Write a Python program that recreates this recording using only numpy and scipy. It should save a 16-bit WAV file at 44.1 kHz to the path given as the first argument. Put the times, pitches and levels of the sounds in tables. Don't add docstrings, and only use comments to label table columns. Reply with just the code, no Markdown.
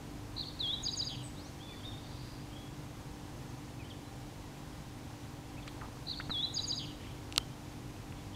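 import sys
import numpy as np
from scipy import signal
from scipy.fft import rfft, irfft, next_fast_len
from scipy.io import wavfile
from scipy.ndimage import uniform_filter1d

SR = 44100
rng = np.random.default_rng(int(sys.argv[2]) if len(sys.argv) > 2 else 0)


def digitize_waveform(pressure):
    field = np.atleast_2d(pressure).T
    bounded = np.clip(field, -1, 1)
    quanta = np.round(bounded * 32767).astype(np.int16)
    wavfile.write(sys.argv[1], SR, quanta)


def gain_from_decibels(decibels):
    exponent = np.asarray(decibels, float) / 20
    return 10 ** exponent


N = 368235

# f/Hz, density/dB per Hz
AIR_SPECTRUM = [(12, -32), (22, -17), (50, -3.5), (80, -5), (130, -4), (175, -11), (300, -11), (370, -17),
                (480, -16.5), (650, -17.5), (980, -17.5), (1300, -23.5), (6400, -31), (15600, -43),
                (15800, -75)]
AIR_DB = -46.5
# multiple of shaft rate, level/dB
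MOTOR_ORDERS = [(4, -65), (5, -60.5), (6, -56), (7, -65), (8, -69.5), (9, -73), (10, -71.5), (16, -67)]
# f/Hz, width/Hz, level/dB
MOTOR_DRONES = [(53, 8, -60), (103, 5, -55), (126, 5, -55), (148, 6, -57)]
SHAFT_HZ = 49.03
# f/Hz, level/dB
WHINE_TONES = [(11795, -89), (13453, -91), (15600, -95)]
# t/s, bout end/s, spacing/s, level/dB
CRICKET_BOUTS = [(.345, .71, .119, -69), (1.473, 1.59, .106, -68.5), (2.658, 3.39, .12, -68),
                 (3.497, 3.6, .085, -64), (3.66, 3.79, .12, -71), (4.017, 4.03, .12, -68),
                 (5.805, 5.82, .12, -67), (6.099, 6.43, .16, -68), (7.49, 7.91, .206, -68)]
CRICKET_HZ, CRICKET_PULSE_S = 6400, 0.03

# t/s, length/s, start f/Hz, end f/Hz, level/dB
FAR_SCOOPS = [(1.599, .049, 3030, 3530, -55.5), (1.625, .13, 3490, 3500, -54.5),
              (1.828, .042, 3050, 3650, -54), (1.846, .036, 3640, 3670, -44),
              (2.521, .035, 3010, 3300, -58), (2.54, .15, 3320, 3335, -59.5), (1.715, .04, 2400, 2300, -60),
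              (3.899, .03, 3830, 2970, -51), (7.425, .024, 3500, 3050, -62), (8.17, .044, 3430, 3460, -63)]
FAR_GLIDES = [(1.362, .058, 3430, 4750, -55.5), (1.412, .08, 4650, 6800, -60),
              (1.452, .04, 4050, 4670, -61), (1.86, .09, 5500, 5510, -68), (1.688, .025, 2600, 2300, -58),
              (1.726, .04, 1920, 1880, -59), (3.791, .043, 2660, 2250, -55),
              (5.625, .014, 3900, 3000, -54.5), (5.677, .016, 5000, 2880, -51.5),
              (3.895, .014, 5000, 4300, -60), (4.055, .04, 4060, 4010, -65), (7.52, .025, 3060, 3250, -62),
              (8.325, .018, 3200, 2950, -60), (8.343, .02, 3500, 2900, -49),
              (1.942, .084, 3650, 3690, -58.5)]
FAR_DROPS = [(1.793, .024, 3530, 2900, -58), (1.912, .022, 3630, 2800, -52), (2.56, .018, 3360, 3050, -56),
             (3.84, .036, 3010, 3230, -58)]
FAR_ARCHES = [(5.568, .038, 2070, 2640, -55), (7.396, .037, 3220, 3060, -51.5)]
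FAR_WARBLE = (1.226, .064, 8560, 8120, -55)
RATTLE_ONSET = (1.6, .39, 4480, 4520, -67.5)
RATTLE_BODY = (1.93, .56, 4400, 4880, -60.5)
RATTLE_LOWER = (1.98, .44, 3700, 4150, -64.5)
CHATTER_UPPER = (6.995, .145, 3100, 3400, -58)
CHATTER_LOWER = (6.99, .13, 1860, 2586, -60)
SCOOP_SHARE, GLIDE_SHARE, DROP_SHARE = .76, .51, .32

# f/Hz, level/dB, T60/s
SHELL_MODES = [(456, 6.5, 0.018), (920, 3, 0.011), (1300, 0, 0.02), (2050, 0, 0.0046), (2800, 1.9, 0.0088),
               (3650, 0.1, 0.0054), (4400, 0, 0.0062), (5800, -0.5, 0.0054), (7600, 7, 0.0048),
               (10800, 2, 0.0034), (14300, -4, .003)]
# t/s, level/dB, centre of struck modes f/Hz, reach/octaves, low push re click/dB
HAND_CLICKS = [(5.678, -37, 2600, 1.05, 1), (5.885, -41, 800, 0.66, -8), (5.971, -43, 880, .8, -10),
               (6.200, -31, 1550, 0.52, -30), (6.210, -35.5, 2400, 0.58, -20), (6.2955, -35, 1180, 0.9, 11),
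               (6.304, -38, 1300, 0.78, 4), (7.3245, -34.5, 3250, 1.01, -17),
               (7.3616, -26.5, 3840, 0.67, -17), (7.3818, -32, 2900, 0.6, -8),
               (7.965, -48.5, 2900, .4, -30), (8.124, -37.5, 2000, 0.57, -30)]
CATCH_SNAP = [
    (7.3792, -24.5, 12800, .9, -40),
    (7.3793, -9.5, 4400, 0.55, -34),
    (7.3803, -17.5, 2150, 0.7, -12),
    (7.3796, -29.5, 540, 0.65, -15),
]
# t/s, length/s, start f/Hz, end f/Hz, level/dB
HAND_CREAKS = [
    (5.673, 0.0096, 1480, 3020, -38),
    (5.813, .012, 1730, 1150, -37.5),
    (5.821, .04, 1160, 1000, -39),
    (6.199, 0.011, 1650, 1900, -29.5),
    (6.297, 0.012, 2000, 1100, -37.5),
]
CLICK_RING, SNAP_RING = .8, .6
SLIPS_PER_S = 650

# t/s, trill lead/s, buzz lead/s, pitch factor, level/dB
RENDITIONS = [
    (.0, .0001, .0001, 1.0001, 0.8),
    (5.7066, .003, .012, 1.002, .9),
]
# t/s, length/s, start f/Hz, end f/Hz, level/dB
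TRILL_DROP = (.417, .025, 3760, 3230, -46)
CHIP_GLIDE = (.8225, .0065, 10600, 6500, -52.5)
HIGH_GLIDE = (.830, .026, 6960, 6300, -38.5)
HOOK_ARCH = (.8825, .02, 3300, 3960, -33)
# t/s, f/Hz, level/dB
LEAP_PATH = [
    (.847, 3750, -60),
    (.851, 4250, -46),
    (.8545, 4950, -41),
    (.860, 5060, -39.5),
    (.8705, 4660, -32.5),
    (.875, 4520, -36),
    (.877, 4200, -43),
    (.8795, 3100, -44),
    (.882, 2850, -60),
]
# t/s, f/Hz, level/dB
BUZZ_PATH = [
    (1.088, 4400, -58),
    (1.096, 3980, -47),
    (1.106, 3600, -46),
    (1.138, 3290, -49.5),
    (1.156, 3030, -49.5),
    (1.164, 2840, -73),
]
# t/s, f/Hz
WHISTLE_PATHS = [
    [(.590, 3500), (.5955, 4820), (.599, 4290), (.614, 3810), (.636, 3460), (.667, 3210), (.694, 3320),
     (.742, 3900), (.753, 3980)],
    [(6.297, 3700), (6.302, 4680), (6.306, 4170), (6.324, 3800), (6.348, 3450), (6.368, 3305), (6.40, 3387),
     (6.448, 4020), (6.461, 4060)],
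]
WHISTLE_SWELLS = (.5, 4.)
REPEAT_S = .1365
BUZZ_RATE_HZ, BUZZ_SWING_HZ, BUZZ_THROB = 228, 330, .45
TRILL_S, SLIDE_EVERY_S, SLIDE_S, SLIDE_FROM_HZ, SLIDE_TO_HZ = .3495, .0138, .0155, 3620, 4780
TRILL_FULL_DB, TRILL_BUILD_DB, TRILL_BUILD_SHARE = -36.5, -27, .27
FIRST_CHIP_DB, FIRST_HIGH_DB, SECOND_HOOK_DB = -5, -1.5, -2.5
WHISTLE_DB, FLICK_DB, FLICK_S, WHISTLE_ATTACK_S, WHISTLE_RELEASE_S = -34.3, -10, .007, .007, .011
DIP_HZ, DIP_WIDTH_HZ, DIP_DB = 3655, 50, -9
LOW_HZ, LOW_LOSS_DB_PER_KHZ = 3480, 20

# delay/s, smear/s, level/dB
WALL_ECHOES = [
    (.0722, .0012, -7.5),
    (.079, .006, -17),
    (.146, .004, -22),
]
ROOF_S, ROOF_DB = .001235, -12
SCATTER_DB, SCATTER_T60_S, FAR_SCATTER_DB = -6.5, 0.7, -2
ECHO_BOUNCE_S, WALL_LOW_HZ = .00066, 2600


def rms_one(x):
    return x / np.sqrt(np.mean(x ** 2) + 1e-20)


def add(out, at_s, piece):
    i = round(at_s * SR)
    out[i:i + len(piece)] += piece[:max(len(out) - i, 0)]


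def sine(hz, t):
    return np.sqrt(2) * np.sin(2 * np.pi * hz * t)


def drift(rate_hz):
    r = np.exp(-80 * np.pi * rate_hz / SR)
    slow = signal.lfilter([1], [1, -2 * r, r * r], rng.standard_normal(N // 40 + 4002))[4000:]
    return np.interp(np.arange(N) / 40, np.arange(len(slow)), rms_one(slow))


def ring(x, hz, t60_s):
    r, w = gain_from_decibels(-60 / (t60_s * SR)), 2 * np.pi * hz / SR
    return signal.lfilter([0, np.sin(w)], [1, -2 * r * np.cos(w), r * r], x)


def butter(x, order, hz, kind="low"):
    return signal.sosfilt(signal.butter(order, hz, kind, fs=SR, output="sos"), x)


def air():
    size = next_fast_len(N)
    hz = np.maximum(np.arange(size // 2 + 1) * SR / size, 1)
    table_hz, table_db = np.transpose(AIR_SPECTRUM)
    colour = gain_from_decibels(np.interp(np.log(hz), np.log(table_hz), table_db))
    noise = irfft(rfft(rng.standard_normal(size)) * colour, size)[:N]
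    return gain_from_decibels(AIR_DB - 2.5 + 0.32 * drift(4.5)) * rms_one(noise)


def motor():
    turns = np.cumsum(SHAFT_HZ * (1 + 0.002995 * drift(.8))) / SR
    out = np.zeros(N)
    for order, db in MOTOR_ORDERS:
        out += gain_from_decibels(db + 1.6 * drift(6.6)) * sine(1, order * turns + rng.random())
    out *= 1 + 0.26 * np.cos(np.pi * turns)
    for hz, width_hz, db in MOTOR_DRONES:
        t60_s = np.log(1000) / (np.pi * width_hz)
        out += gain_from_decibels(db) * rms_one(ring(rng.standard_normal(N), hz, t60_s))
    return out


def whine():
    t = np.arange(N) / SR
    return sum(gain_from_decibels(db + 2.5 * drift(6.5)) * sine(hz, t) for hz, db in WHINE_TONES)


def cricket():
    out, t = np.zeros(N), np.arange(0, CRICKET_PULSE_S, 1 / SR)
    pulse = np.hanning(len(t)) * sine(CRICKET_HZ, t)
    for first_s, last_s, every_s, db in CRICKET_BOUTS:
        for s in np.arange(first_s, last_s, every_s):
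            add(out, s - CRICKET_PULSE_S / 2, gain_from_decibels(db) * pulse)
    return out


def note(out, rows, shift_s=0., rate_hz=0, swing_hz=0., throb=0., hoarse_hz=0.):
    s, hz, db = np.transpose(rows)
    t = np.arange(s[0], s[-1], 1 / SR)
    swing = np.cos(2 * np.pi * rate_hz * (t - s[0]))
    shake = rms_one(uniform_filter1d(rng.standard_normal(len(t)), size=50))
    pitch_hz = uniform_filter1d(np.interp(t, s, hz), size=60, mode="nearest")
    pitch_hz = pitch_hz + swing_hz * swing + hoarse_hz * shake
    level = uniform_filter1d(gain_from_decibels(np.interp(t, s, db)), size=40, mode="constant")
    level = level * (1 - throb * swing)
    add(out, s[0] + shift_s, level * sine(1, np.cumsum(pitch_hz) / SR))


def glide(row, share=None, depth=4.9, fade_db=-4., floor=.03):
    s, length_s, start_hz, end_hz, db = row
    u = np.linspace(0, 1, 13)
    if share is None:
        path_hz = [start_hz, end_hz, start_hz]
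    else:
        path_hz = [start_hz, start_hz + share * (end_hz - start_hz), end_hz]
    hz = np.polyval(np.polyfit([0, .5, 1], path_hz, 2), u)
    swell_db = depth * np.log10(np.sin(np.pi * u) ** 2 + floor)
    return np.transpose([s + length_s * u, hz, db + swell_db + fade_db * u])


def far_birds():
    out = np.zeros(N)
    calls = ((FAR_SCOOPS, SCOOP_SHARE), (FAR_GLIDES, GLIDE_SHARE), (FAR_DROPS, DROP_SHARE), (FAR_ARCHES, None))
    for table, share in calls:
        for row in table:
            note(out, glide(row, share), rate_hz=37.3, throb=0.18, hoarse_hz=60.7)
    warble = glide(FAR_WARBLE, share=.55, depth=7., fade_db=1.5)
    note(out, warble, rate_hz=99, swing_hz=420, throb=0.75)
    onset = glide(RATTLE_ONSET, share=.55)
    body = glide(RATTLE_BODY, share=.68, depth=8., fade_db=-9., floor=.08)[2:]
    note(out, np.vstack([onset, body]), rate_hz=165, swing_hz=100, throb=0.75, hoarse_hz=172)
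    note(out, glide(RATTLE_LOWER, share=.3), rate_hz=130, swing_hz=100, throb=0.79, hoarse_hz=380)
    note(out, glide(CHATTER_UPPER, share=.3), rate_hz=30, swing_hz=180, throb=0.38, hoarse_hz=230)
    note(out, glide(CHATTER_LOWER, share=.58), rate_hz=31.3, swing_hz=90, throb=0.46, hoarse_hz=200)
    return out


def clicks(out):
    hit = signal.unit_impulse(3000)
    blows = [(row, CLICK_RING) for row in HAND_CLICKS] + [(row, SNAP_RING) for row in CATCH_SNAP]
    for (s, db, centre_hz, reach_oct, push_db), damping in blows:
        click = gain_from_decibels(push_db) * ring(hit, 180, 0.017)
        for k, (hz, mode_db, t60_s) in enumerate(SHELL_MODES):
            share_db = mode_db - 6 * (np.log2(hz / centre_hz) / reach_oct) ** 2 + 1.45 * rng.normal()
            click += (-1) ** k * gain_from_decibels(share_db) * ring(hit, hz, t60_s * damping)
        add(out, s, gain_from_decibels(db) * click)


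def creaks(out):
    hit = signal.unit_impulse(3000)
    for s, length_s, start_hz, end_hz, db in HAND_CREAKS:
        gaps, sizes = rng.random((2, 40))
        lags_s = (np.cumsum(.4 + 1.5 * gaps) - 1) / SLIPS_PER_S
        for lag_s, size in zip(lags_s[lags_s < length_s], sizes):
            hz = start_hz + (end_hz - start_hz) * lag_s / length_s
            slip = ring(hit, hz * (0.81 + 0.36 * size), 0.01)
            add(out, s + max(lag_s, 0), gain_from_decibels(db - 8.1 * size) * slip)


def housing():
    out = np.zeros(N)
    clicks(out)
    creaks(out)
    return out


def whistle(path, swell_db):
    s, hz = np.transpose(path)
    t = np.arange(s[0], s[-1], .001)
    hz = uniform_filter1d(np.interp(t, s, hz), size=3, mode="nearest")
    bends_s = s[0] + np.cumsum([0, .003, FLICK_S, WHISTLE_ATTACK_S])
    db = np.interp(t, bends_s, [-28, FLICK_DB, FLICK_DB, 0])
    db -= 30 * np.clip(1 - (s[-1] - t) / WHISTLE_RELEASE_S, 0, 1) ** 2
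    db += DIP_DB * np.exp(-.5 * ((hz - DIP_HZ) / DIP_WIDTH_HZ) ** 2) * (t > bends_s[2])
    db += swell_db * ((t - s[0]) / (s[-1] - s[0]) - .7)
    db -= LOW_LOSS_DB_PER_KHZ * np.maximum(LOW_HZ - hz, 0) / 1e3
    return np.transpose([t, hz, WHISTLE_DB + db])


def hook(stretch):
    start_s, length_s = HOOK_ARCH[:2]
    s, hz, db = glide(HOOK_ARCH, depth=10., fade_db=-3., floor=.01).T
    u = (s - start_s) / length_s
    return np.column_stack([start_s + stretch * length_s * u ** 1.9, hz + 80 * u, db])


def trill():
    slides = []
    for k in range(5):
        db = TRILL_FULL_DB + TRILL_BUILD_DB * TRILL_BUILD_SHARE ** k
        row = (TRILL_S + k * SLIDE_EVERY_S, SLIDE_S, SLIDE_FROM_HZ, SLIDE_TO_HZ, db)
        slides.append(glide(row, share=.55, depth=8.5, fade_db=-1.5, floor=.008))
    return slides + [glide(TRILL_DROP, share=.12, depth=5.5, fade_db=4., floor=.01)]


def leaping_syllables():
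    chip = glide(CHIP_GLIDE, share=.55, depth=5.5, fade_db=-1.5, floor=.015)
    high = glide(HIGH_GLIDE, share=.55, depth=8., fade_db=-2.5, floor=.01)
    parts = []
    for again in (0, 1):
        syllable = ((chip, FIRST_CHIP_DB * (1 - again)), (high, FIRST_HIGH_DB * (1 - again)),
                    (LEAP_PATH, 0), (hook(1 + .2 * again), SECOND_HOOK_DB * again))
        parts += [np.add(rows, (again * REPEAT_S, 0, db)) for rows, db in syllable]
    return parts


def bunting():
    out = np.zeros(N)
    trill_notes, leap_notes = trill(), leaping_syllables()
    for start_s, trill_lead_s, buzz_lead_s, pitch, db in RENDITIONS:
        for notes, shift_s in ((trill_notes, start_s - trill_lead_s), (leap_notes, start_s)):
            for rows in notes:
                note(out, np.multiply(rows, (1, pitch, 1)) + (0, 0, db), shift_s, hoarse_hz=25)
        buzz = np.multiply(BUZZ_PATH, (1, pitch, 1)) + (0, 0, db)
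        note(out, buzz, start_s - buzz_lead_s, BUZZ_RATE_HZ, BUZZ_SWING_HZ, BUZZ_THROB, hoarse_hz=89)
    for path, swell_db in zip(WHISTLE_PATHS, WHISTLE_SWELLS):
        note(out, whistle(path, swell_db), hoarse_hz=6.1)
    return out


def outdoors(x, noise, scatter_db, echo_db, roof_db):
    t = np.arange(SR // 2) / SR
    tail = noise[0] * gain_from_decibels(-60 * t / SCATTER_T60_S) * (t > .003)
    reply = butter(gain_from_decibels(scatter_db) * tail / np.linalg.norm(tail), 2, 3800, "high")
    walls = np.zeros(len(t))
    for grain, (delay_s, smear_s, db) in zip(noise[1:], WALL_ECHOES):
        arrivals = np.sinc((t - delay_s) * SR) + .45 * np.sinc((t - delay_s - ECHO_BOUNCE_S) * SR)
        patch = (grain + 12 * arrivals) * np.exp(-.5 * ((t - delay_s) / smear_s) ** 2)
        walls += gain_from_decibels(db + echo_db) * patch / np.linalg.norm(patch)
    reply += butter(walls, 2, WALL_LOW_HZ, "high")
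    reply = butter(reply, 6, 7700)
    reply[0] = 1
    reply += gain_from_decibels(roof_db) * np.sinc((t - ROOF_S) * SR)
    return signal.oaconvolve(x, reply)[:N]


def scene():
    surfaces = rng.standard_normal((2, len(WALL_ECHOES) + 1, SR // 2))
    bed = air() + motor() + whine() + cricket() + housing()
    far = outdoors(far_birds(), surfaces[1], FAR_SCATTER_DB, echo_db=-15, roof_db=-16.5)
    near = outdoors(bunting(), surfaces[0], SCATTER_DB, echo_db=1.5, roof_db=ROOF_DB)
    return (bed + far + near)[None]


def band_limit(x):
    return signal.sosfilt(signal.butter(12, 16510, fs=SR, output="sos"), x)


def record(dry):
    mix = signal.sosfilt(signal.cheby2(8, 50, 17300, fs=SR, output="sos"), dry)
    return band_limit(mix)


dry = scene()
out = record(dry)
digitize_waveform(out)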